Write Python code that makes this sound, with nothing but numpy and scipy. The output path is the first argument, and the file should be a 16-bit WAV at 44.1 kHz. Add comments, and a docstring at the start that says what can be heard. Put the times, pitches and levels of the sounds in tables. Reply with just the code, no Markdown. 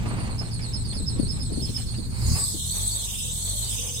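"""An old four-cylinder engine idles, then gets three blips of throttle, heard from an open vehicle's seat.
At idle the intake chirps about nine times a second; under throttle it gives a rough hiss and a whistle.
Exhaust harmonics sweep through the cab's resonances; belt and valve noise beats with the firings.
The cab rumbles, hums and rattles, and the hand-held microphone is rubbed and bumped."""
import sys
import numpy as np
from scipy import signal
from scipy.fft import rfft, irfft, next_fast_len
from scipy.io import wavfile
from scipy.ndimage import uniform_filter1d, map_coordinates

SR = 44100
rng = np.random.default_rng(int(sys.argv[2]) if len(sys.argv) > 2 else 0)


def log_audio(samples):
    """Write samples as a 16-bit WAV file to the path given in sys.argv[1]."""
    # one column per channel
    frames = np.atleast_2d(samples).T
    # limit to full scale, then quantise
    limited = np.clip(frames, -1, 1)
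    pcm = np.round(limited * 32767).astype(np.int16)
    wavfile.write(sys.argv[1], SR, pcm)


N = 176400

# cab body rumble: time_s, level_db
RUMBLE_LEVELS = [(0, -28.5), (.3, -31), (.8, -32.5), (1.2, -28.5), (1.8, -33), (2.15, -32), (2.3, -28.5),
                 (2.5, -39.5), (3, -42), (3.2, -39.5), (3.5, -43), (4, -39.5)]
# rumble spectrum: freq_hz, gain_db
RUMBLE_EQ = [(15, 4), (28, -0.5), (48, 1), (85, 2.5), (130, -1.5), (175, -5), (235, -7), (300, -17),
             (420, -21.5), (700, -44.5), (1500, -37), (4000, -65)]
# droning panel: time_s, level_db
HUM_LEVELS = [(0, -37.5), (.3, -30), (.6, -36.5), (.85, -46), (1.4, -43.5), (1.7, -37.5), (2.2, -34.5),
              (2.45, -40.5), (2.7, -63)]
# panel buzzes as the revs fall: start_s, length_s, pitch_hz, width_hz, level_db
PANEL_BUZZES = [(3.5, 0.11, 590, 45, -57), (3.2, .12, 488, 35, -55.5), (3.76, 0.24, 490, 29, -53.5),
                (2.5, 0.1, 200, 15, -49), (2.5, 0.0958, 110, 10, -46)]
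# loose fittings: start_s, level_db, pitch_hz
RATTLE_HITS = [(.59, -48.5, 2380), (.925, -49.5, 3370), (1.775, -49, 3030), (1.796, -54.5, 1536),
               (1.938, -51.5, 2745)]
# spectrum of a rattle's crack: freq_hz, gain_db
CRACK_EQ = [(800, 1), (2500, -3), (7000, -10), (15000, -35)]

# bumps on the microphone case: start_s, level_db, pan_db
CASE_BUMPS = [(0.962, -36, 5), (0.998, -32, 6), (1.16, -34.5, 19), (1.193, -25.5, 32), (1.225, -31.5, 29),
              (1.515, -30.5, 27), (1.573, -31, 28), (1.619, -34.5, 24), (1.689, -33.5, 21),
              (1.987, -36, -29), (2.544, -35, 8)]
# bump spectrum: freq_hz, gain_db
BUMP_EQ = [(60, -43), (150, 3.5), (230, 8), (370, -3.5), (500, -8), (700, -23), (1200, -57), (4000, -72)]
# fingers sliding on the case: start_s, length_s, level_db, pan_db
FINGER_SLIDES = [(1.182, 0.027, -35.5, 27), (1.488, 0.17, -45, 30), (2.532, .015, -46.5, 12)]
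# slide spectrum: freq_hz, gain_db
SLIDE_EQ = [(80, -15), (220, 5.5), (380, 0), (520, -5), (700, -13), (950, -21.5), (1600, -33), (4000, -55)]
# sleeve strokes: start_s, length_s, level_db
SLEEVE_RUBS = [(0.043, 0.028, -36.5), (0.098, 0.11, -37.5), (0.225, 0.11, -43.5), (0.401, 0.012, -38)]
# rub spectrum: freq_hz, gain_db
RUB_EQ = [(100, -3), (240, 11.5), (400, -0.5), (700, 1.5), (1150, 0), (1500, -6.5), (2800, -10),
          (5000, -40), (12000, -48)]
# hard knocks on the case: start_s, level_db, pan_db
CASE_KNOCKS = [(1.19, -23.5, 15), (1.984, -25.5, -27), (2.543, -27, 12)]
# case modes: freq_hz, gain_db, t60_s
CASE_RESONANCES = [(149, 2, 0.044), (236, 0.5, 0.068), (310, -0.5, 0.062), (674, -30, 0.024)]

# belt and valve noise: time_s, level_db
CLATTER_LEVELS = [(0, -45), (.6, -49.5), (1.5, -54.5), (2.1, -53.5), (2.35, -45), (2.6, -57), (2.9, -49),
                  (3.25, -55.5), (3.6, -49.5), (4, -55)]
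# clatter spectrum: freq_hz, gain_db
CLATTER_EQ = [(100, -51), (300, 1.5), (480, 2), (700, -1), (900, 2), (1100, -2), (1450, -7), (2000, -3.5),
              (2500, -3.5), (4000, -12), (7000, -13.5), (11000, -30.5), (15500, -34)]
# panels rung by the clatter: freq_hz, width_hz, gain_db
PANEL_MODES = [(483, 24, -17), (680, 11, -26), (1103, 9, -20)]

# air rush as the throttle first opens: time_s, level_db
INRUSH_LEVELS = [(2.05, -78), (2.17, -49), (2.3, -52), (2.36, -47), (2.44, -51), (2.52, -83)]
# inrush spectrum: freq_hz, gain_db
INRUSH_EQ = [(500, -11), (950, 1), (1450, -4), (2200, -0.5), (2700, -8), (3600, -20)]
# intake squeals as the throttle moves: start_s, length_s, pitch_hz, width_hz, level_db
INTAKE_GULPS = [(2.31, 0.13, 1117, 35, -48.5), (2.261, 0.013, 6840, 387, -38.5),
                (2.291, 0.029, 6440, 380, -40), (2.295, 0.021, 4880, 200, -41),
                (2.337, 0.015, 2610, 70, -47.5), (2.382, 0.15, 5090, 320, -45.5),
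                (2.466, 0.014, 8120, 130.7, -30), (2.907, 0.018, 4500, 200, -40),
                (2.945, 0.016, 8000, 129.7, -33.5), (3.64, 0.032, 4550, 170, -43.5),
                (3.761, 0.19, 6250, 70, -41)]
# open-throttle whistle: time_s, level_db
WHISTLE_LEVELS = [(2.1, -70), (2.28, -60), (2.4, -30.5), (2.48, -33), (2.58, -43), (2.74, -34.5),
                  (2.96, -32.5), (3.06, -49), (3.27, -45), (3.38, -36.5), (3.6, -34), (3.73, -54), (4, -63)]
# intake resonances: freq_hz, width_hz, gain_db
INTAKE_MODES = [(8105, 180, -2), (8800, 207, -13.5), (11850, 410, -16.5)]
# throttle hiss: time_s, centre_hz, level_db
HISS_TRACK = [(0, 4300, -53.5), (1.5, 3960, -52), (1.67, 3105, -44), (1.82, 3100, -44.5),
              (1.92, 4030, -49.5), (2.1, 4374, -51), (2.33, 4770, -32.5), (2.5, 4160, -34.5),
              (2.6, 3584, -35.5), (2.74, 3950, -33), (3, 4000, -34.5), (3.1, 3200, -32.5), (3.3, 3400, -34),
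              (3.39, 3908, -35.5), (3.65, 3855, -33), (3.74, 3220, -32.5), (3.9, 3125, -34.5),
              (4, 3332, -35.5)]
# moving band and notch around that centre: offset_hz, gain_db
HISS_SHAPE = [(-1500, -21), (-1020, -19), (-780, 2), (-400, 4.5), (0, 5.5), (477, 4), (716, -5),
              (1000, -14.5), (1450, -8), (2200, -1.5)]
# hiss spectrum ahead of the moving band: freq_hz, gain_db
HISS_EQ = [(400, 3), (1500, -12), (2500, -3), (2900, -3.5), (3250, -0.5), (4200, 1), (4800, 2), (5200, 7),
           (5650, 2.5), (6250, 4.5), (7000, 4.5), (7600, 7), (8050, 11.5), (8330, 10), (8650, 11.5),
           (9200, 5), (10400, 1.5), (11200, -4.5), (12000, -1.5), (13000, -7.5), (15200, -4), (16000, -12)]
# hiss balance: freq_hz, pan_db
HISS_PAN = [(4000, -4), (9000, -1)]
# idle chirps: start_s, top_hz, sagged_hz, level_db, squeak_db
IDLE_CHIRPS = [(.05, 4423, 4144, -47.5, -58), (.158, 4550, 4437, -44.5, -64),
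               (.285, 4315, 4180, -46.5, -73), (.378, 5080, 4100, -44, -38.5),
               (.504, 4800, 4190, -41.5, -49.5), (.608, 4890, 3920, -40.5, -48.5),
               (.723, 5100, 4000, -40, -36.5), (.838, 4730, 4326, -39, -67), (.936, 5100, 3987, -38.5, -43),
               (1.058, 5320, 3923, -39.5, -36), (1.179, 4490, 4270, -39.5, -74),
               (1.281, 5230, 3860, -42, -35), (1.393, 5050, 3974, -41, -40.5),
               (1.513, 4410, 4300, -40, -69), (1.617, 5200, 4120, -43, -34), (1.74, 5020, 4080, -43, -34.5),
               (1.856, 4510, 4230, -42, -58), (1.959, 4610, 4300, -42.5, -72),
               (2.09, 4580, 4336, -44.5, -66), (2.194, 4650, 4400, -43, -61)]
# chirp filter: freq_hz, gain_db
CHIRP_EQ = [(3000, -16), (3900, -4.5), (4550, -3), (4850, 0.5), (5250, -1), (5700, -16), (7300, -14),
            (7750, -8), (8050, 6.5), (8350, -5), (8700, 2.5), (9250, -7.5), (10200, -9.5), (11500, -12)]

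# engine speed and exhaust note: time_s, firing_hz, level_db
ENGINE_TRACK = [(0, 28.6, -46.5), (2.21, 30.7, -43), (2.232, 29.8, -31.5), (2.28, 33.3, -30),
                (2.32, 40, -23), (2.36, 41, -27), (2.42, 45, -38), (2.52, 44.4, -39), (2.62, 37, -38.5),
                (2.7, 41.5, -34), (2.81, 46, -31), (2.98, 55.5, -43), (3.12, 49.7, -42), (3.27, 39.6, -37),
                (3.38, 40.7, -36), (3.51, 48.4, -33.5), (3.65, 59, -46), (3.8, 50, -38.5), (4, 37, -39.5)]
# harmonics 1-6 of the firing rate: gain_db
HARMONICS_DB = [7.5, -0.5, -7.5, -3, -35, -30]
# cab resonances: freq_hz, gain_db
CAB_EQ = [(28, -3), (42, -12.5), (54, 1), (66, 12), (84, -0.5), (104, 3.5), (119, 10.5), (135, -11),
          (150, -0.5), (165, -6.5), (190, -9), (235, -14), (330, -21)]

MID_CORRELATION = .55
CLATTER_PAN_DB, CHIRP_PAN_DB, WHISTLE_PAN_DB = -2.5, -5, -1
INTAKE_PULSE_DEPTH = .046


def amp(db):
    return 10 ** (np.asarray(db) / 20)


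def unit_rms(x):
    return x / np.sqrt(np.mean(x ** 2) + 1e-20)


def clock_s():
    return np.arange(N) / SR


def log_interp(points, hz):
    """Read (freq_hz, value) points on a log frequency axis."""
    freqs_hz, values = np.transpose(points)
    return np.interp(np.log(hz + 1), np.log(freqs_hz + 1), values)


def curves(rows):
    """One value per sample for each column after time_s."""
    time_s, *columns = np.transpose(rows)
    return [np.interp(clock_s(), time_s, column) for column in columns]


def wobble(rate_hz):
    """Smooth random curve through rate_hz knots a second."""
    return map_coordinates(rng.standard_normal(int(N * rate_hz / SR) + 4), [clock_s() * rate_hz])


def patches(freq_hz, time_s, size_hz, size_s):
    """Smooth random field over frequency and time."""
    grid = np.array(np.meshgrid(freq_hz / size_hz, time_s / size_s, indexing="ij"))
    return map_coordinates(rng.standard_normal((256, 1024)), grid, mode="mirror")


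def filtered(x, response):
    size = next_fast_len(N + SR // 4)
    return irfft(rfft(x, size) * response(np.fft.rfftfreq(size, 1 / SR)), size)[..., :N]


def pan(db):
    """Stereo gains; db is left minus right."""
    gains = amp(np.array([[db], [-db]]) / 2)
    return gains / gains.mean()


def lagged(x, lag_s=.00024):
    """Sound reaches the microphone's right port first."""
    return filtered(x, lambda hz: np.exp(-1j * np.pi * hz * lag_s * np.array([[1], [-1]])))


def noise(eq, correlation=MID_CORRELATION):
    """Coloured stereo noise, mid channel near rms 1."""
    mid, side = unit_rms(filtered(rng.standard_normal((2, N)), lambda hz: amp(log_interp(eq, hz))))
    side = side * np.sqrt((1 - correlation) / (1 + correlation))
    return np.array([mid + side, mid - side])


def rough_tone(hz, width_hz, size=N):
    """Narrow stereo noise band around a steady or moving pitch."""
    pole = np.exp(-2 * np.pi * width_hz / SR)
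    white = rng.standard_normal((2, 2, size))
    in_phase, quadrature = unit_rms(signal.lfilter([1], [1, -2 * pole, pole ** 2], white))
    phase = 2 * np.pi * np.cumsum(hz * np.ones(size)) / SR
    return np.sqrt(2) * (in_phase * np.cos(phase) + quadrature * np.sin(phase))


def envelope(start_s, attack_s, hold_s, release_s):
    """Linear rise, hold counted from the start, exponential fall; 0.5 s at most."""
    out, first = np.zeros(N), int(start_s * SR)
    t = np.arange(min(SR // 2, N - first)) / SR
    fall = np.exp(-np.maximum(t - hold_s, 0) / release_s)
    out[first:first + len(t)] = np.clip(t / attack_s, 0, 1) * fall
    return out


def bursts(rows, attack_s, release_s):
    """One short rough tone per row."""
    out, size = np.zeros((2, N + SR)), SR // 2
    for start_s, length_s, hz, width_hz, db in rows:
        first = int(start_s * SR)
        shape = amp(db) * envelope(0, attack_s, length_s, release_s)[:size]
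        out[:, first:first + size] += shape * rough_tone(hz, width_hz, size)
    return out[:, :N]


def cab_echo(x, t60_s=.05, wet_db=-4):
    """Close metal walls add a short, dense ring, different at each port."""
    t = np.arange(SR // 10) / SR
    tail = rng.standard_normal((2, len(t))) * amp(-60 * t / t60_s)
    tail *= amp(wet_db) / np.linalg.norm(tail, axis=1, keepdims=True)
    return (x + signal.fftconvolve(x, tail, axes=1)[:, :N]) / np.hypot(1, amp(wet_db))


def cab_drone(hum_hz=115, wander=.009):
    """The body rumbles; one panel hums at idle."""
    phase = 2 * np.pi * np.cumsum(hum_hz * (1 + wander * wobble(11.37))) / SR
    hum = np.sqrt(2) * np.sin(phase) * amp(curves(HUM_LEVELS)[0] + 1.83 * wobble(12))
    rumble = amp(curves(RUMBLE_LEVELS)[0]) * noise(RUMBLE_EQ, correlation=.3)
    return (hum + rumble) * pan(-.5)


def panel_buzzes():
    """Panels buzz briefly as the revs fall."""
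    return bursts(PANEL_BUZZES, attack_s=.037, release_s=.02)


def rattles(width_hz=190, hold_s=.0069, release_s=.018):
    """Loose fittings give a short buzz with a crack on top."""
    crack = noise(CRACK_EQ) * amp(1.5)
    hits = sum(amp(db) * envelope(start_s, .0017, hold_s, release_s) for start_s, db, _ in RATTLE_HITS)
    rows = [(start_s, hold_s, hz, width_hz, db) for start_s, db, hz in RATTLE_HITS]
    return (hits * crack + bursts(rows, .0011, release_s)) * pan(CLATTER_PAN_DB)


def handling(slide_grain_db=4, rub_grain_db=2):
    """Fingers bump and scuff the microphone case; a sleeve rubs past."""
    bumps = sum(amp(db) * pan(pan_db) * envelope(start_s, attack_s=.0023, hold_s=.0082, release_s=.013)
                for start_s, db, pan_db in CASE_BUMPS)
    slides = sum(amp(db) * pan(pan_db) * envelope(start_s, .017, length_s, .017)
                 for start_s, length_s, db, pan_db in FINGER_SLIDES)
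    scuff = slides * unit_rms(amp(slide_grain_db * wobble(110))) * noise(SLIDE_EQ)
    strokes = sum(amp(db) * envelope(start_s, .021, length_s, .038)
                  for start_s, length_s, db in SLEEVE_RUBS)
    rub = strokes * amp(rub_grain_db * wobble(147.7)) * noise(RUB_EQ) * pan(-4.5)
    return bumps * noise(BUMP_EQ, correlation=.66) + scuff + lagged(rub)


def knocks(attack_s=.0043):
    """Firm taps ring the case's dull modes."""
    out = np.zeros((2, N))
    for start_s, db, pan_db in CASE_KNOCKS:
        t = np.clip(clock_s() - start_s, 0, 1)
        ring = sum(amp(gain_db - 60 * t / t60_s) * np.sin(2 * np.pi * hz * t)
                   for hz, gain_db, t60_s in CASE_RESONANCES)
        out += amp(db) * pan(pan_db) * ring * (1 - np.exp(-t / attack_s))
    return out


def clatter(firing_phase, pulse_depth=.09, flutter_db=2.33):
    """Belt and valve noise beats with the firings and rings a few panels."""
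    beat = 1 + pulse_depth * np.cos(firing_phase)
    rings = sum(amp(db) * rough_tone(hz, width_hz) for hz, width_hz, db in PANEL_MODES)
    gain = amp(curves(CLATTER_LEVELS)[0] + flutter_db * wobble(25.31))
    return gain * (beat * noise(CLATTER_EQ) + rings) * pan(CLATTER_PAN_DB)


def inrush():
    """A short scraping rush of air comes with the first blip."""
    return amp(curves(INRUSH_LEVELS)[0]) * noise(INRUSH_EQ) * pan(CLATTER_PAN_DB)


def gulps():
    """The intake squeals briefly as the throttle moves."""
    return bursts(INTAKE_GULPS, attack_s=.0052, release_s=.026) * pan(-4)


def whistle(firing_phase, flutter_db=3, wander=.009):
    """The air stream rings the intake's resonances, pulsing slightly with the firings."""
    rings = sum(amp(db + flutter_db * wobble(50)) * rough_tone(hz * (1 + wander * wobble(30)), width_hz)
                for hz, width_hz, db in INTAKE_MODES)
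    beat = 1 + INTAKE_PULSE_DEPTH * np.cos(firing_phase)
    return amp(curves(WHISTLE_LEVELS)[0]) * beat * rings * pan(WHISTLE_PAN_DB)


def hiss(firing_phase, eddy_db=3.5, flutter_db=.5):
    """Air tears past the throttle plate: a band and notch move together; eddies come and go."""
    centre_hz, level_db = curves(HISS_TRACK)
    freq_hz, time_s, spectrum = signal.stft(noise(HISS_EQ, correlation=.03), SR, nperseg=512)
    offset_hz = freq_hz[:, None] - np.interp(time_s, clock_s(), centre_hz)
    shape_db = np.interp(offset_hz, *np.transpose(HISS_SHAPE))
    shape_db += eddy_db * patches(freq_hz, time_s, size_hz=332.8, size_s=.022)
    air = signal.istft(spectrum * amp(shape_db), SR, nperseg=512)[1][:, :N]
    air = filtered(air, lambda hz: amp(np.array([[.5], [-.5]]) * log_interp(HISS_PAN, hz)))
    beat = 1 + INTAKE_PULSE_DEPTH * np.cos(firing_phase)
    return air * amp(level_db + flutter_db * wobble(45)) * beat


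def squeaks(pitch_hz=5254, tremble_hz=90, rasp_db=2, attack_s=.016, hold_s=.029):
    """Hard chirps set off a self-sustained, trembling tone; a faint ring outlasts it."""
    gain = np.zeros(N)
    for start_s, *_, squeak_db in IDLE_CHIRPS:
        accent = envelope(start_s, attack_s, hold_s, release_s=.01)
        ring = amp(-10.5) * envelope(start_s, attack_s, hold_s, release_s=.065)
        gain += amp(squeak_db + 1) * (accent + ring)
    rasp = unit_rms(amp(rasp_db * wobble(170)))
    stereo_hz = pitch_hz + tremble_hz * np.array([wobble(400), wobble(400)])
    tone = np.sqrt(2) * np.sin(2 * np.pi * np.cumsum(stereo_hz, axis=1) / SR)
    return gain * rasp * tone * pan(CHIRP_PAN_DB)


def chirps(peak_s=.02, sag_s=.022, glide_s=.007, wander=.018, flutter_db=2.4):
    """The idling intake gives a raspy squeal and its octave; each chirp starts high, then sags."""
    t = clock_s()
    pitch_hz, gain = np.full(N, float(IDLE_CHIRPS[0][1])), np.zeros(N)
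    for start_s, top_hz, sagged_hz, db, _ in IDLE_CHIRPS:
        started = t >= start_s
        past_peak_s = np.maximum(t[started] - start_s - peak_s, 0)
        pitch_hz[started] = sagged_hz + (top_hz - sagged_hz) * np.exp(-past_peak_s / sag_s)
        gain = np.maximum(gain, amp(db) * envelope(start_s, attack_s=.018, hold_s=.09, release_s=.035))
    pitch_hz = uniform_filter1d(pitch_hz, int(glide_s * SR)) * (1 + wander * wobble(130))
    fundamental = amp(-3 + flutter_db * wobble(69.84)) * rough_tone(pitch_hz, width_hz=215)
    octave = amp(-2 + flutter_db * wobble(70)) * rough_tone(2 * pitch_hz, width_hz=300)
    squeal = fundamental * pan(CHIRP_PAN_DB) + octave * pan(WHISTLE_PAN_DB)
    return filtered(gain * squeal, lambda hz: amp(log_interp(CHIRP_EQ, hz)))


def exhaust(firing_hz, firing_phase, level_db, uneven_db=1.4, side_db=-7):
    """Uneven harmonics of the firing rate sweep through the cab's resonances."""
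    mid, side = np.zeros(N), np.zeros(N)
    for k, db in enumerate(HARMONICS_DB, 1):
        gain = amp(level_db + db + log_interp(CAB_EQ, k * firing_hz) + uneven_db * wobble(20))
        mid += gain * np.cos(k * firing_phase)
        side += gain * np.sin(k * firing_phase) * amp(side_db)
    return np.array([mid + side, mid - side])


def scene(speed_jitter=.004):
    """One firing rate drives the exhaust and pulses clatter, hiss and whistle; shrill sounds echo."""
    firing_hz, level_db = curves(ENGINE_TRACK)
    phase = 2 * np.pi * np.cumsum(firing_hz * (1 + speed_jitter * wobble(12))) / SR
    body = exhaust(firing_hz, phase, level_db) + cab_drone() + clatter(phase) + inrush() + panel_buzzes()
    shrill = chirps() + squeaks() + hiss(phase) + whistle(phase) + gulps() + rattles()
    return lagged(body) + cab_echo(shrill) + handling() + knocks()


def record(dry, low_cut_hz=16, top_hz=15850):
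    """Subsonic roll-off and a hard upper band limit."""
    return filtered(dry, lambda hz: (hz < top_hz) * hz ** 4 / (hz ** 4 + low_cut_hz ** 4))


dry = scene()
out = record(dry)
log_audio(out)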